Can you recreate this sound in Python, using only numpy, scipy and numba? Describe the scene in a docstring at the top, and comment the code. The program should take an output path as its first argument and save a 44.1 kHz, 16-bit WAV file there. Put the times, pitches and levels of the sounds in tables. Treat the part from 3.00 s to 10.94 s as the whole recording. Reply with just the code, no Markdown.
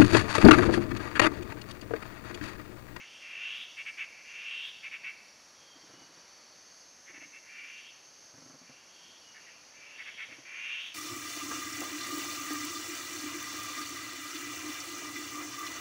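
"""Harsh rising rasps and short rattles: a babbler scolds from a vine in dense forest.
Membranes in its voice box slap together, and its throat shapes the sound. Far rasps and
whistles come through the trees, and wings whirr as the birds hop about. Crickets scrape their
wings in trills over a steady insect chorus and a low wash of air.
Trunks and leaves scatter every call into a soft tail."""
import sys
import numpy as np
from scipy import signal
from scipy.fft import rfft, irfft, next_fast_len
from scipy.io import wavfile
from scipy.ndimage import uniform_filter1d
from numba import njit

SR = 44100
rng = np.random.default_rng(int(sys.argv[2]) if len(sys.argv) > 2 else 0)


def wrap_up_sound(samples):
    """Save the sound to the file named by the first command line argument, as 16-bit audio."""
    columns = np.atleast_2d(samples).T
    # keep every value between -1 and 1, then stretch to whole-number steps
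    tamed = np.clip(columns, -1, 1)
    steps = np.round(tamed * 32767).astype(np.int16)
    wavfile.write(sys.argv[1], SR, steps)


N = 350154
T = np.arange(N) / SR

# The near bird's rasps. In all tables, levels are relative: each layer is scaled afterwards.
# start_s, length_s, level_db, crest_share (0 to 1 of the length), from_hz, to_hz, windpipe_hz
RASPS = [(0.199, .46, -39.5, 0.84, 2420, 3500, 2600), (1.24, .47, -39.5, 0.98, 2450, 3500, 2600),
         (4.426, 0.49, -49, 0.44, 2160, 3300, 2280), (7.445, 0.46, -39, 0.78, 2210, 3500, 2437)]
def rasps():
    """Long harsh calls that climb ever faster, and turn hissy as the beak opens wide."""
    out = np.zeros(N)
    for start, length, db, crest, from_hz, to_hz, windpipe_hz in RASPS:
        t, fade = gate(length, 0.012, 0.023)
        opening = (t / t[-1]) ** 1.76
        hz = from_hz + (to_hz - from_hz) * opening
        voice = voice_box(hz, slap_hz=431.3, jitter=.35, spread_db=1, width_hz=1000,
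                          breath=0.27, rough_db=-5.5)
        # the windpipe rings on one note, which creeps up a little and fades as the beak opens
        windpipe = resonate(voice, windpipe_hz * (1 + 0.078 * opening), 91.0)
        voice = unit(voice + undb(-8 - 8.3 * opening) * windpipe)
        flutter = unit(undb(0.63 * drift(170.6, len(t))))
        hiss = undb(-28) * opening ** 2 * beak_hiss(len(t))
        loudness = undb(db + rasp_swell(t / length, crest))
        add(out, start, (voice + hiss) * flutter * fade * loudness)
    return undb(1.36) * forest(out, tail_db=-4.5)


def rasp_swell(share, crest, rise_db=15, ease_db=3.5):
    """Level in dB along a rasp: it swells quickly, rounds off at its crest, then eases."""
    crest = np.clip(crest, .1, .95)
    before = np.maximum(1 - share / crest, 0)
    after = np.maximum((share - crest) / (1 - crest), 0)
    return -rise_db * before ** 2.16 - ease_db * after


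# A rattle is up to three quick notes, a pause and a closing note. Columns for the closing note:
# start_s, length_s, level_db, pitch_hz; then for the quick ones: count, spacing_s, level_db, step_hz
RATTLES = [(-0.04, .099, -50, 2230, 0, 0, 0, 0), (0.967, 0.088, -38, 2370, 2, .083, -40, -10),
           (2.028, 0.092, -40.5, 2319, 2, .083, -40.5, -54),
           (4.315, 0.083, -51.5, 2334, 3, .068, -50.5, 90), (6.455, 0.061, -55, 2016, 1, .07, -54, 100),
           (7.168, 0.092, -41.8, 2190, 2, .074, -45, 35), (7.29, 0.071, -50.5, 2150, 0, 0, 0, 0)]
def rattle_notes(lead_s=.121, quick_length_s=0.07, growth_db=1):
    """Give each note's start_s, length_s, pitch_hz, level_db; the quick notes grow louder."""
    for close, length, close_db, hz, count, spacing, quick_db, step_hz in RATTLES:
        for left in reversed(range(round(count))):
            db = quick_db + growth_db * ((count - 1) / 2 - left)
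            yield close - lead_s - left * spacing, quick_length_s, hz - (left + 1) * step_hz, db
        yield close, length, hz, close_db


def rattles():
    """Short, lower barks of the same voice."""
    out = np.zeros(N)
    for start, length, hz, db in rattle_notes():
        t, fade = gate(length, 0.03, 0.031)
        arch = 1 + 0.0454 * (fade - 1)  # the pitch lifts with the pressure
        voice = voice_box(hz * arch, slap_hz=444.4, jitter=.12, spread_db=1.5, width_hz=830,
                          breath=0.32, rough_db=-6)
        # at full pressure the membranes lock into a buzzing tone
        buzz = sine(440 * (1 + 0.0765 * drift(240, len(t))))
        tone_hz = hz * (arch - .03) + 250 * buzz + 80 * drift(400, len(t))
        tone = (1 + 0.73 * buzz) * sine(tone_hz)
        voice = unit(voice + undb(-2.5) * fade * throat(tone))
        hiss = undb(-35.5) * beak_hiss(len(t))
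        add(out, start, (voice + hiss) * fade * undb(db))
    return undb(0.8) * forest(out, tail_db=-9)


def voice_box(hz, slap_hz, jitter, spread_db, width_hz, breath, rough_db):
    """Membranes slap unevenly; each slap rings at the call's pitch and passes the throat."""
    size = len(hz)
    timing, strength = rng.standard_normal((size // 20, 2)).T
    at = (np.cumsum(np.exp(jitter * timing)) * SR / slap_hz).astype(int)
    slaps = np.zeros(size)
    slaps[at[at < size]] = undb(spread_db * np.clip(strength[at < size], -2, 2))
    breathy_slaps = unit(slaps) + breath * rng.standard_normal(size)
    rough_ring = resonate(breathy_slaps, hz, float(width_hz))
    smooth_ring = resonate(rough_ring, hz, float(width_hz))
    return throat(smooth_ring + undb(rough_db) * rough_ring)


# The tone of the bird's throat and beak: frequency_hz, gain_db
THROAT_TONE = [(500, -44), (950, -2), (1250, 3.5), (1500, -0.5), (1750, 3.5), (2000, -1.5), (2250, 3),
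               (2470, -2), (2700, 3), (2950, -3.5), (3300, -4.5), (3700, -7), (4200, -16.5), (6000, -20)]
def throat(x):
    """The throat and beak strengthen some frequencies and weaken others."""
    return unit(colour(x, THROAT_TONE))


# The tone of the hiss: frequency_hz, gain_db
HISS_TONE = [(4000, -14), (8500, -1), (11500, -4), (14500, -5)]
def beak_hiss(size):
    """Air hisses through the open beak."""
    return noise(HISS_TONE, size)


# Far rasps, and at 1.12 s the near rattle's echo lingering among the trees; then falling whistles.
# Both: start_s, length_s, from_hz, to_hz, level_db
FAR_RASPS_AND_ECHO = [(-0.2, 0.43, 2660, 3150, -51), (1.122, 0.11, 2300, 2430, -53.5),
                      (5.592, 0.24, 1950, 3180, -60), (5.844, 0.35, 3080, 3250, -60.5),
                      (6.35, 0.22, 2520, 2640, -57.5), (6.704, 0.32, 2070, 2940, -51),
                      (6.929, 0.33, 3230, 3240, -51.5)]
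FAR_WHISTLES = [(2.53, .28, 3310, 3170, -67.5), (2.87, .23, 2980, 2880, -71), (5.87, .27, 3310, 3200, -67),
                (6.18, .24, 2940, 2860, -70)]
def far_calls_and_echo():
    """Far rasps and pure whistles, and one near rattle's echo lingering among the trees."""
    harsh, pure = np.zeros(N), np.zeros(N)
    for start, length, from_hz, to_hz, db in FAR_RASPS_AND_ECHO:
        t, fade = gate(length, .5 * length, 0.05)
        hz = np.linspace(from_hz, to_hz, len(t))
        voice = voice_box(hz, slap_hz=520, jitter=.35, spread_db=2.5, width_hz=850,
                          breath=.4, rough_db=-4)
        add(harsh, start, voice * fade * undb(db))
    for start, length, from_hz, to_hz, db in FAR_WHISTLES:
        t, fade = gate(length, .1, .06)
        hz = np.linspace(from_hz, to_hz, len(t)) + 45 * drift(350, len(t))
        add(pure, start, unit(sine(hz)) * fade * undb(db))
    return forest(harsh, tail_db=2) + undb(4) * forest(pure, tail_db=0)


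# Flurries of wingbeats: start_s, beats (rounded), spacing_s, thump_db, thump_hz, boom_db, rush_db
FLURRIES = [(2.758, 1.58, 0.077, -48, 310, -72, -60), (2.896, 4.05, 0.04, -47.5, 313, -64, -59),
            (3.091, 2.3, 0.08, -51, 317, -65.5, -61.5), (4.097, 4.6, .0392, -48, 316, -72, -62.5),
            (5.338, 5.9, .04, -48, 264.2, -60.5, -57), (5.613, 2.48, .081, -47, 245, -59, -60),
            (7.287, 1.8, .032, -47.5, 305, -71, -57.5), (7.383, 1, 0.039, -45.5, 310, -59, -58)]
def wings():
    """Wings beat evenly in short flurries, a little stronger in the middle of each."""
    out = np.zeros(N)
    for start, beats, spacing, thump_db, hz, boom_db, rush_db in FLURRIES:
        for k in range(round(beats)):
            taper_db = -0.5 * ((2 * k + 1) / beats - 1) ** 2
            beat = downstroke(hz, thump_db, boom_db, rush_db)
            add(out, start + k * spacing - .002, beat * undb(taper_db))
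    return forest(out, tail_db=-13.5)


# The tone of air rushing through feathers: frequency_hz, gain_db
FEATHER_TONE = [(70, -26), (160, -6), (290, 3), (430, -3.5), (600, 1), (900, -8), (1500, -7), (3000, -23),
                (12000, -52)]
def downstroke(hz, thump_db, boom_db, rush_db):
    """One wingbeat gives a soft thump with a lower boom, and air rushes through the feathers."""
    t, fade = gate(0.13, 0.0095, .02)
    turn = 2 * np.pi * (t + rng.random(2)[:, None])  # each wave starts at a random point
    thump_hz = hz * (1 + .04 * rng.standard_normal())
    boom_hz = 150 * (1 + .14 * rng.standard_normal())
    thump = undb(thump_db + 1) * np.sin(thump_hz * turn[0]) * np.exp(-t / .0085)
    boom = undb(boom_db + 5) * np.sin(boom_hz * turn[1]) * np.exp(-t / .02)
    rush = undb(rush_db + 5) * noise(FEATHER_TONE, len(t)) * np.exp(-t / 0.017)
    return (thump + boom + rush) * fade


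# Bright cricket trills: start_s, length_s, pitch_hz, level_db
TRILLS = [(0.0, 1.6, 6490, -72), (0.1, 1.0, 6300, -71), (2.3, .55, 6430, -70), (2.78, .38, 6370, -66),
          (3.1, .62, 6100, -65), (3.5, 1.0, 6390, -64.5), (3.7, .8, 6130, -68), (4.6, 1.0, 6150, -68),
          (4.87, .8, 6380, -64), (5.6, .6, 6400, -72), (6.18, .78, 6400, -65.5), (7.27, .8, 6390, -65.5)]
# Lower scratches, thin high buzzes and slow chirps, all: start_s, length_s, level_db
SCRATCHES = [(0.0, 2.45, -68), (2.55, 1.35, -66), (4.4, 3.7, -68)]
BUZZES = [(0.06, .22, -77), (0.71, .27, -76), (1.43, .22, -77)]
CHIRPS = [(0.0, 1.75, -71), (3.55, .45, -71), (5.0, .5, -72), (6.25, .8, -71)]
def crickets():
    """Four kinds of cricket, their pulses smeared by the leaves."""
    out = np.zeros(N)
    for start, length, hz, db in TRILLS:
        add(out, start, trill(length, hz, strokes_per_s=34, sag=.022, wobble=.006) * undb(db))
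    for start, length, db in SCRATCHES:
        add(out, start, trill(length, hz=4570, strokes_per_s=20.7, sag=.07, wobble=.018) * undb(db))
    for start, length, db in BUZZES:
        add(out, start, trill(length, hz=8400, strokes_per_s=70, sag=.025, wobble=.01) * undb(db))
    for start, length, db in CHIRPS:
        add(out, start, trill(length, hz=5080, strokes_per_s=5.9, sag=.03, wobble=.02) * undb(db))
    return undb(0.5) * forest(out, tail_db=0.5)


def trill(length, hz, strokes_per_s, sag, wobble):
    """Each scrape along a cricket's ridged wing makes it ring for a moment, sagging in pitch."""
    t, fade = gate(length, 0.1, 0.13)
    pace = strokes_per_s * (1 + .015 * drift(8.56, len(t)))
    stroke = np.cumsum(pace) / SR % 1  # runs from 0 to 1 in each stroke
    pitch = hz * (1 + sag * (.5 - stroke) + wobble * drift(500, len(t)))
    return unit(np.sin(np.pi * stroke) ** 2 * sine(pitch)) * fade


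# The tones of the massed insects and of the shrillest group: frequency_hz, gain_db
CHORUS_TONE = [(3200, -29.5), (3950, -16.5), (4250, -3.5), (4560, -1.5), (4900, -6.5), (5300, -2),
               (5700, 3.5), (6050, -3), (6800, -9.5), (7400, -14), (8100, -22), (9200, -22), (10600, -14.5),
               (12300, -25.5), (15500, -36)]
SHRILL_TONE = [(5500, -35), (5950, -0.5), (6150, 3.5), (6260, -5), (6400, -10), (6570, 0.5),
               (6720, -9), (7200, -51)]
# The shrill group swells and rests together: time_s, level_db
SHRILL_LEVELS = [(0.0, -58.5), (0.31, -71), (1.37, -60.5), (2.21, -76), (2.43, -68), (4.25, -62),
                 (4.53, -62.5), (5.24, -62.5), (6.02, -64), (6.41, -61.5), (6.66, -65), (6.74, -58),
                 (6.94, -64.5), (7.85, -60), (7.92, -65), (7.94, -58)]
def insect_chorus():
    """Countless far insects merge into a sizzle, with a shrill group and one thin high whine."""
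    sizzle = noise(CHORUS_TONE) * undb(-60 + .5 * drift(13))
    shrill = noise(SHRILL_TONE)
    whine = unit(resonate(rng.standard_normal(N), np.full(N, 12750.), 150.))
    whine_db = -98 + 3 * drift(1.9)
    shrill_db = -4 + np.interp(T, *np.transpose(SHRILL_LEVELS)) + 2.1 * drift(35)
    return sizzle + shrill * undb(shrill_db) + whine * undb(whine_db)


# The tone of the still forest air: frequency_hz, gain_db
AIR_TONE = [(20, -48), (36, -33), (50, -14), (80, -9.5), (150, -6.5), (280, -2.5), (430, -4), (570, -1),
            (800, -3.5), (1000, -3), (1500, -3.5), (2300, -4.5), (4000, -9), (6000, -46)]
def air():
    """The low, even wash of the forest."""
    return noise(AIR_TONE) * undb(-61.5 + 0.7 * drift(2.25))


def forest(x, tail_db, tail_s=0.92):
    """Direct sound, a quick scatter from nearby leaves, and a long tail from the trunks."""
    t = np.arange(SR) / SR
    leaves, trunks = rng.standard_normal((2, SR))
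    leaves = leaves * undb(-60 * t / .055) * (t > .002)
    trunks = trunks * undb(-60 * t / tail_s) * (1 - np.exp(-t / 0.015))
    echoes = undb(-5) * leaves / np.linalg.norm(leaves)
    echoes += undb(tail_db) * trunks / np.linalg.norm(trunks)
    echoes[0] += 1  # the direct sound
    return signal.fftconvolve(x, echoes / np.linalg.norm(echoes))[:N]


def undb(db):
    """Turn decibels into a multiplier."""
    return 10 ** (np.asarray(db) / 20)


def unit(x):
    """Scale to an average strength (rms) of 1."""
    return x / np.sqrt(np.mean(x ** 2) + 1e-20)


def sine(hz):
    """A pure tone that follows a changing pitch."""
    return np.sin(2 * np.pi * np.cumsum(hz) / SR)


def colour(x, tone):
    """Filter a sound by a list of (frequency_hz, gain_db) points."""
    hz, db = np.transpose(tone)
    size = next_fast_len(len(x) + 4096)
    bins_hz = np.maximum(np.arange(size // 2 + 1) * SR / size, 1)
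    gain = undb(np.interp(np.log(bins_hz), np.log(hz), db))
    return irfft(rfft(x, size) * gain, size)[:len(x)]


def noise(tone, size=N):
    """Noise of strength 1 with the given tone."""
    return unit(colour(rng.standard_normal(size), tone))


def drift(rate_hz, size=N):
    """A smooth random wander with a spread near 1."""
    hold = max(int(SR / rate_hz), 1)
    steps = np.repeat(rng.standard_normal(size // hold + 2), hold)
    return 1.32 * uniform_filter1d(uniform_filter1d(steps, hold), hold)[:size]


@njit
def resonate(x, hz, width_hz):
    """A ringing filter that passes a band around a moving pitch."""
    out, band, low = np.empty(len(x)), 0., 0.
    for i in range(len(x)):
        tuning, damping = np.tan(np.pi * hz[i] / SR), width_hz / hz[i]
        ring = (band + tuning * (x[i] - low)) / (1 + tuning * (tuning + damping))
        band, low = 2 * ring - band, low + 2 * tuning * ring
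        out[i] = damping * ring
    return out


def gate(length_s, rise_s, fall_s):
    """Times within a note, and its smooth fade in and out."""
    t = np.arange(int(length_s * SR)) / SR
    ramp = np.clip(np.minimum(t / rise_s, (length_s - t) / fall_s), 0, 1)
    return t, np.sin(np.pi / 2 * ramp)


def add(track, start_s, x):
    """Mix a sound into a track at a given time."""
    i = int(start_s * SR)
    x = x[max(-i, 0):max(N - i, 0)]
    track[max(i, 0):max(i, 0) + len(x)] += x


def scene():
    """Birds, insects and air, the same in both channels."""
    mono = rasps() + rattles() + far_calls_and_echo() + wings() + crickets() + insect_chorus() + air()
    return np.array([mono, mono])


def record(dry):
    """Cut away the very highest treble."""
    top_hz = 15650
    return signal.sosfilt(signal.ellip(10, .2, 70, top_hz, fs=SR, output="sos"), dry)


dry = scene()
out = record(dry)
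wrap_up_sound(out)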